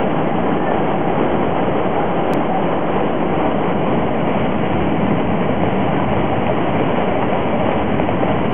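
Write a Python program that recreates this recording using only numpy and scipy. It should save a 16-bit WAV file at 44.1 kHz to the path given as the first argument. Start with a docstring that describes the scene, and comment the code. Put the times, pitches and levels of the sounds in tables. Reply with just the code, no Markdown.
"""Subway car in a tunnel

Heard at speed by a small camera near the door. The car body rumbles and booms; rough rail makes the wheels roar
and hiss. A flange squeals once, the running gear howls briefly now and then, and the door rattles in its frame.
The camera cuts the treble and adds faint ticks; one sharp click sounds at 2.3 s."""
import sys
import numpy as np
from scipy.fft import rfft, irfft, next_fast_len
from scipy.io import wavfile
from scipy.ndimage import uniform_filter1d, map_coordinates

SR = 44100
rng = np.random.default_rng(int(sys.argv[2]) if len(sys.argv) > 2 else 0)


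def put_to_file(sound):
    """Save the sound as 16-bit audio at rate SR, in the file named by the first command-line argument."""
    columns = np.atleast_2d(sound).T  # one column per channel
    safe = np.clip(columns, -1, 1)
    whole_steps = np.round(safe * 32767)
    wavfile.write(sys.argv[1], SR, whole_steps.astype(np.int16))


N = 376173


def amp(db):
    """Decibels to gain."""
    return 10 ** (np.asarray(db) / 20)


def unit(x):
    """x at rms 1."""
    return x / np.sqrt(np.mean(x ** 2) + 1e-20)


def steady(x, span_s=0.077):
    """x held near rms 1 by its smoothed power."""
    width = int(span_s * SR)
    power = uniform_filter1d(uniform_filter1d(x ** 2, width), width)
    return unit(x / np.sqrt(np.abs(power) + 1e-6))


def along(points, hz):
    """(frequency [Hz], value) points read on a log axis."""
    knots_hz, values = np.transpose(points)
    return np.interp(np.log(hz + 1), np.log(knots_hz + 1), values)


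def curves(rows):
    """One value per sample for each column after the time."""
    times_s, *columns = np.transpose(rows)
    return [np.interp(np.arange(N) / SR, times_s, column) for column in columns]


def wobble(rate_hz):
    """Smooth random curve, rate_hz knots a second."""
    knots = rng.standard_normal(int(N * rate_hz / SR) + 4)
    return map_coordinates(knots, [np.arange(N) * rate_hz / SR])


def drift(x, depth, rate_hz):
    """x wandering in pitch by the fraction depth."""
    position = np.arange(N) + np.cumsum(depth * wobble(rate_hz))
    return map_coordinates(x, [position], mode="mirror")


def filtered(x, response):
    """x through a gain given as a function of Hz."""
    size = next_fast_len(N + SR // 2)
    return irfft(rfft(x, size) * response(np.fft.rfftfreq(size, 1 / SR)), size)[:N]


def radiated(force, spectrum):
    """Force shaped by its radiator and by the resonances the microphone faces, at rms 1."""
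    # microphone aim, window to cabin: (time [s], cabin share [0-1])
    facing = [(0, 0.1), (2.9, 0.1), (4.1, 0.9), (6.2, 0.95), (7.3, 0.9), (8.53, 0.85)]
    # resonances at the window and in the cabin: (centre [Hz], width [Hz], lift [dB])
    window_modes = [(98, 21, -3.5), (172, 15, 4), (248, 63, -3), (313, 110, 2.5), (605, 35, -2.5),
                    (624, 28, 2.5), (713, 35, -3.5), (753, 25, 3.5), (787, 50, 3.5), (1400, 84, 1.5),
                    (1630, 67, 3), (2550, 200, -2.5)]
    cabin_modes = [(193, 33, 2.5), (294, 26, -0.5), (416, 35, 2), (568, 18, -4), (603, 35, 2.5),
                   (642, 24, 4), (660, 31, -1.5), (747, 30, 2), (782, 26, -2), (815, 50, 2),
                   (925, 25, -0.5), (950, 28, 2.5), (994, 23, 3.5), (1310, 61, -4.5), (2000, 180, 3),
                   (2327, 90, 4.5), (2865, 110, 3)]

    def gain(modes, hz):
        lift_db = sum(db / (1 + (2 * (hz - centre) / width) ** 2) for centre, width, db in modes)
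        return amp(along(spectrum, hz) + lift_db)

    window = unit(filtered(force, lambda hz: gain(window_modes, hz)))
    cabin = unit(filtered(force, lambda hz: gain(cabin_modes, hz)))
    share = curves(facing)[0]
    return steady((1 - share) * window + share * cabin)


def car_body(rumble_sway_db=2.5, boom_sway_db=1.0, sway_hz=14):
    """Bogies shake the floor and the cabin air booms; each surges as the car jostles."""
    # slow swell along the track: (time [s], rumble [dB], boom [dB])
    swell = [(0, -39, -23), (0.35, -36.5, -20), (0.7, -33.5, -22.5), (1.3, -32, -21.5), (2.1, -34, -23),
             (2.4, -37.5, -21.3), (2.9, -38, -23), (3.4, -36, -21.5), (4.1, -31, -21.5), (4.6, -30, -20.5),
             (5.1, -27.5, -19), (5.45, -31.5, -21.5), (5.9, -26.5, -20.5), (6.5, -29.5, -22.5),
             (6.9, -29.5, -20.5), (7.2, -30.5, -23), (7.9, -27, -21), (8.53, -31, -22)]
    # floor and cabin air spectra: (frequency [Hz], relative density [dB])
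    rumble_spectrum = [(10, -24.5), (22, -21), (45, -12), (72, -3.5), (100, 1), (130, 0), (160, -10.5),
                       (260, -49)]
    boom_spectrum = [(90, -40.5), (135, -7), (172, -1.5), (205, -1.5), (262, -2.5), (305, -2), (350, -12.5),
                     (520, -43)]
    rumble_db, boom_db = curves(swell)
    rumble_db += rumble_sway_db * wobble(sway_hz)
    rumble = amp(rumble_db) * radiated(rng.standard_normal(N), rumble_spectrum)
    boom_db += boom_sway_db * wobble(sway_hz)
    boom = amp(boom_db) * radiated(rng.standard_normal(N), boom_spectrum)
    return rumble + boom


def rail_contact(impacts_per_s=130, spread_db=2.0, grit_db=-10.5):
    """Wheel-on-rail force: fine roughness plus tiny impacts."""
    impacts = (rng.random(N) < impacts_per_s / SR) * rng.choice([-1, 1], N)
    strength = amp(spread_db * np.clip(rng.standard_normal(N), -2, 2))
    return rng.standard_normal(N) + amp(grit_db) * unit(impacts * strength)


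def rolling(roar_flutter_db=0.62, hiss_flutter_db=0.9, flutter_hz=35, rock_depth_db=0.63, rock_hz=10):
    """Wheels roar and hiss on rough rail, fluttering together as the load shifts and the car rocks."""
    # rougher and smoother stretches of rail: (time [s], roar [dB], hiss [dB])
    stretches = [(0, -19.5, -31.5), (0.7, -19, -32), (2.2, -19.5, -32.5), (3.5, -20, -32),
                 (4.0, -19.5, -32.5), (4.6, -21, -30.5), (5.1, -21, -32), (6.2, -21, -31.5),
                 (6.5, -20, -30.5), (7.4, -20, -31), (7.7, -20, -30), (7.85, -21.5, -32), (8.06, -22, -31),
                 (8.14, -20, -31.2), (8.53, -21.5, -31.5)]
    # rolling noise spectra: (frequency [Hz], relative density [dB])
    roar_spectrum = [(220, -37.5), (340, -0.5), (420, -0.5), (560, -0.5), (790, -2.5), (890, -6.5),
                     (1030, -7), (1200, -13.5), (1450, -23.5), (2400, -51.5)]
    hiss_spectrum = [(900, -29.5), (1300, -1), (1500, -2), (1800, -0.5), (2200, 0.5), (2600, -3),
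                     (3000, -3.5), (3300, -4), (4000, -14)]
    roar_db, hiss_db = curves(stretches)
    load = wobble(flutter_hz)
    rock_db = rock_depth_db * wobble(rock_hz)
    force = rail_contact()
    roar = amp(roar_db + rock_db + roar_flutter_db * load) * radiated(force, roar_spectrum)
    hiss = amp(hiss_db + rock_db + hiss_flutter_db * load) * radiated(force, hiss_spectrum)
    return drift(roar + hiss, depth=.005, rate_hz=8)


def flange_squeal(pitch_jitter=.009, shake_db=2.2):
    """A flange rubs the rail: one wheel mode sings, flares, and sags as it lets go."""
    # wheel mode: (time [s], pitch [Hz], level [dB])
    contour = [(0.55, 1775, -58), (0.61, 1775, -40), (0.665, 1775, -37), (0.687, 1778, -28),
               (0.705, 1772, -35), (0.73, 1750, -36), (0.77, 1680, -46), (0.81, 1600, -43),
               (0.84, 1560, -60)]
    hz, db = curves(contour)
    t = np.arange(N) / SR
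    rubbing = (t > contour[0][0]) & (t < contour[-1][0])
    phase = 2 * np.pi * np.cumsum(hz * (1 + pitch_jitter * wobble(140))) / SR
    return rubbing * amp(db + shake_db * wobble(110)) * np.sqrt(2) * np.sin(phase)


def gear_howls(pitch_jitter=.022, shake_db=3.5):
    """The rail drives single resonances of the running gear; each swells and sinks back."""
    # howls: (peak time [s], pitch [Hz], level [dB], half length [s])
    howls = [(0.71, 610, -26.5, 0.043), (2.0, 813, -26.5, 0.056), (2.56, 752, -25.5, 0.11),
             (3.03, 495, -23, 0.049), (3.466, 656, -28, 0.049), (3.477, 776, -27.5, 0.056),
             (5.493, 638, -24, 0.033), (5.897, 778, -29, 0.04), (5.98, 1560, -37.5, 0.05),
             (6.33, 781, -28, 0.025), (6.503, 620.5, -26.5, 0.04), (7.018, 720, -24, 0.023),
             (7.154, 603, -26, 0.033), (7.37, 763, -28, 0.025), (7.597, 598, -25, 0.073)]
    t, out = np.arange(N) / SR, np.zeros(N)
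    warped_s = np.cumsum(1 + pitch_jitter * wobble(70)) / SR
    for peak_s, hz, db, half_s in howls:
        near = np.abs(t - peak_s) < 3 * half_s
        envelope = amp(db) * np.exp(-((t[near] - peak_s) / half_s) ** 2)
        out[near] += envelope * np.sin(2 * np.pi * (hz * warped_s[near] + rng.random()))
    return np.sqrt(2) * amp(shake_db * wobble(60)) * out


def ring(modes, t, scatter_db=1, detune=0.019):
    """One blow on damped modes, varied at random; alternating signs soften the onset."""
    out = np.zeros(len(t))
    for k, (hz, db, t60_s) in enumerate(modes):
        envelope = amp(db + rng.normal(0, scatter_db) - 60 * t / t60_s)
        detuned_hz = hz * (1 + rng.normal(0, detune))
        out += (-1) ** k * envelope * np.sin(2 * np.pi * detuned_hz * t)
    return out


def door_rattle(thud_lag_s=.0006):
    """Each jolt clacks the catch, then the heavier panel thuds; pitch and decay vary with the spot hit."""
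    # knocks in the frame: (time [s], thud [dB], clack [dB], base pitch [Hz], base t60 [s])
    knocks = [(0.7175, -7, -26, 640, 0.018), (1.265, -4, -25, 500, 0.011), (1.873, -3, -29, 520, 0.011),
              (2.9805, -4.5, -34, 720, 0.014), (3.0028, -20, -19, 700, 0.011),
              (3.2265, -3.5, -29, 690, 0.012), (3.3765, -7, -32, 620, 0.011), (3.8655, -7, -30, 660, 0.012),
              (5.4904, -10.5, -28, 650, 0.039), (5.6335, -6, -22, 670, 0.017),
              (5.9982, -3, -30, 750, 0.011), (6.130, -5, -29, 590, 0.024), (6.3365, -10, -30.5, 690, 0.025),
              (6.4672, -10, -11, 700, 0.011), (6.4945, -6, -27, 650, 0.018), (6.797, -18, -20, 700, 0.011),
              (7.226, -10, -24, 890, 0.018), (7.3318, -6, -17, 700, 0.01), (7.6885, -3, -31, 650, 0.018),
              (7.9979, 2, -13, 650, 0.011), (8.0885, -0.5, -13, 660, 0.013),
              (8.2318, -3.5, -19, 520, 0.018), (8.306, -6, -22, 710, 0.0092)]
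    # damped panel modes: (frequency [x base pitch], level [dB], t60 [x base t60])
    panel_modes = [(0.69, -7, 0.93), (1, -0.5, 0.89), (1.399, -5, 0.66)]
    # metal catch modes: (frequency [Hz], level [dB], t60 [s])
    catch_modes = [(1550, -8.5, 0.004), (2050, -2, 0.0077), (2480, -3.5, 0.011), (2950, -8.5, 0.0029)]
    out, t = np.zeros(N + SR), np.arange(SR // 10) / SR
    for start_s, thud_db, clack_db, hz, t60_s in knocks:
        modes = [(ratio * hz, db, share * t60_s) for ratio, db, share in panel_modes]
        thud = amp(thud_db) * ring(modes, np.maximum(t - thud_lag_s, 0))
        clack = amp(clack_db) * ring(catch_modes, t)
        out[round(start_s * SR):][:len(t)] += thud + clack
    return out[:N]


def click_and_ticks(click_s=2.3358, click_db=-9.5, t60_s=0.0026, tick_gap_s=.04, scatter_db=4.5):
    """One fast-relaxing step in the signal, then faint, uneven spikes on the camera's regular beat."""
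    # ticks build and fade: (time [s], level [dB])
    tick_levels = [(2.4, -64.5), (3.0, -56), (3.8, -55.5), (3.95, -47), (4.2, -45), (4.85, -50.5),
                   (5.2, -59)]
    out, t = np.zeros(N), np.arange(SR // 50) / SR
    out[round(click_s * SR):][:len(t)] += amp(click_db - 60 * t / t60_s)
    times_s, levels_db = np.transpose(tick_levels)
    beats_s = np.arange(click_s + tick_gap_s, times_s[-1], tick_gap_s)
    tick_db = np.interp(beats_s, times_s, levels_db) + scatter_db * rng.standard_normal(len(beats_s))
    out[np.round(beats_s * SR).astype(int)] += amp(tick_db)
    return out


def scene():
    """Mono sum at the microphone."""
    return (car_body() + rolling() + gear_howls() + door_rattle() + flange_squeal())[None]


def record(dry):
    """The camera cuts the treble; a sharp click, the camera's faint ticks and a DC offset are added."""
    # camera low-pass: (frequency [Hz], gain [dB])
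    passband = [(3050, 0), (3250, -6.5), (3450, -13), (3600, -22), (3750, -38.5), (3950, -79)]
    top_hz, dc_offset = 15850, -.075
    narrow = filtered(dry[0], lambda hz: amp(along(passband, hz)))
    signal = filtered(narrow + click_and_ticks(), lambda hz: 1 / (1 + (hz / top_hz) ** 120))
    return signal[None] + dc_offset


dry = scene()
out = record(dry)
put_to_file(out)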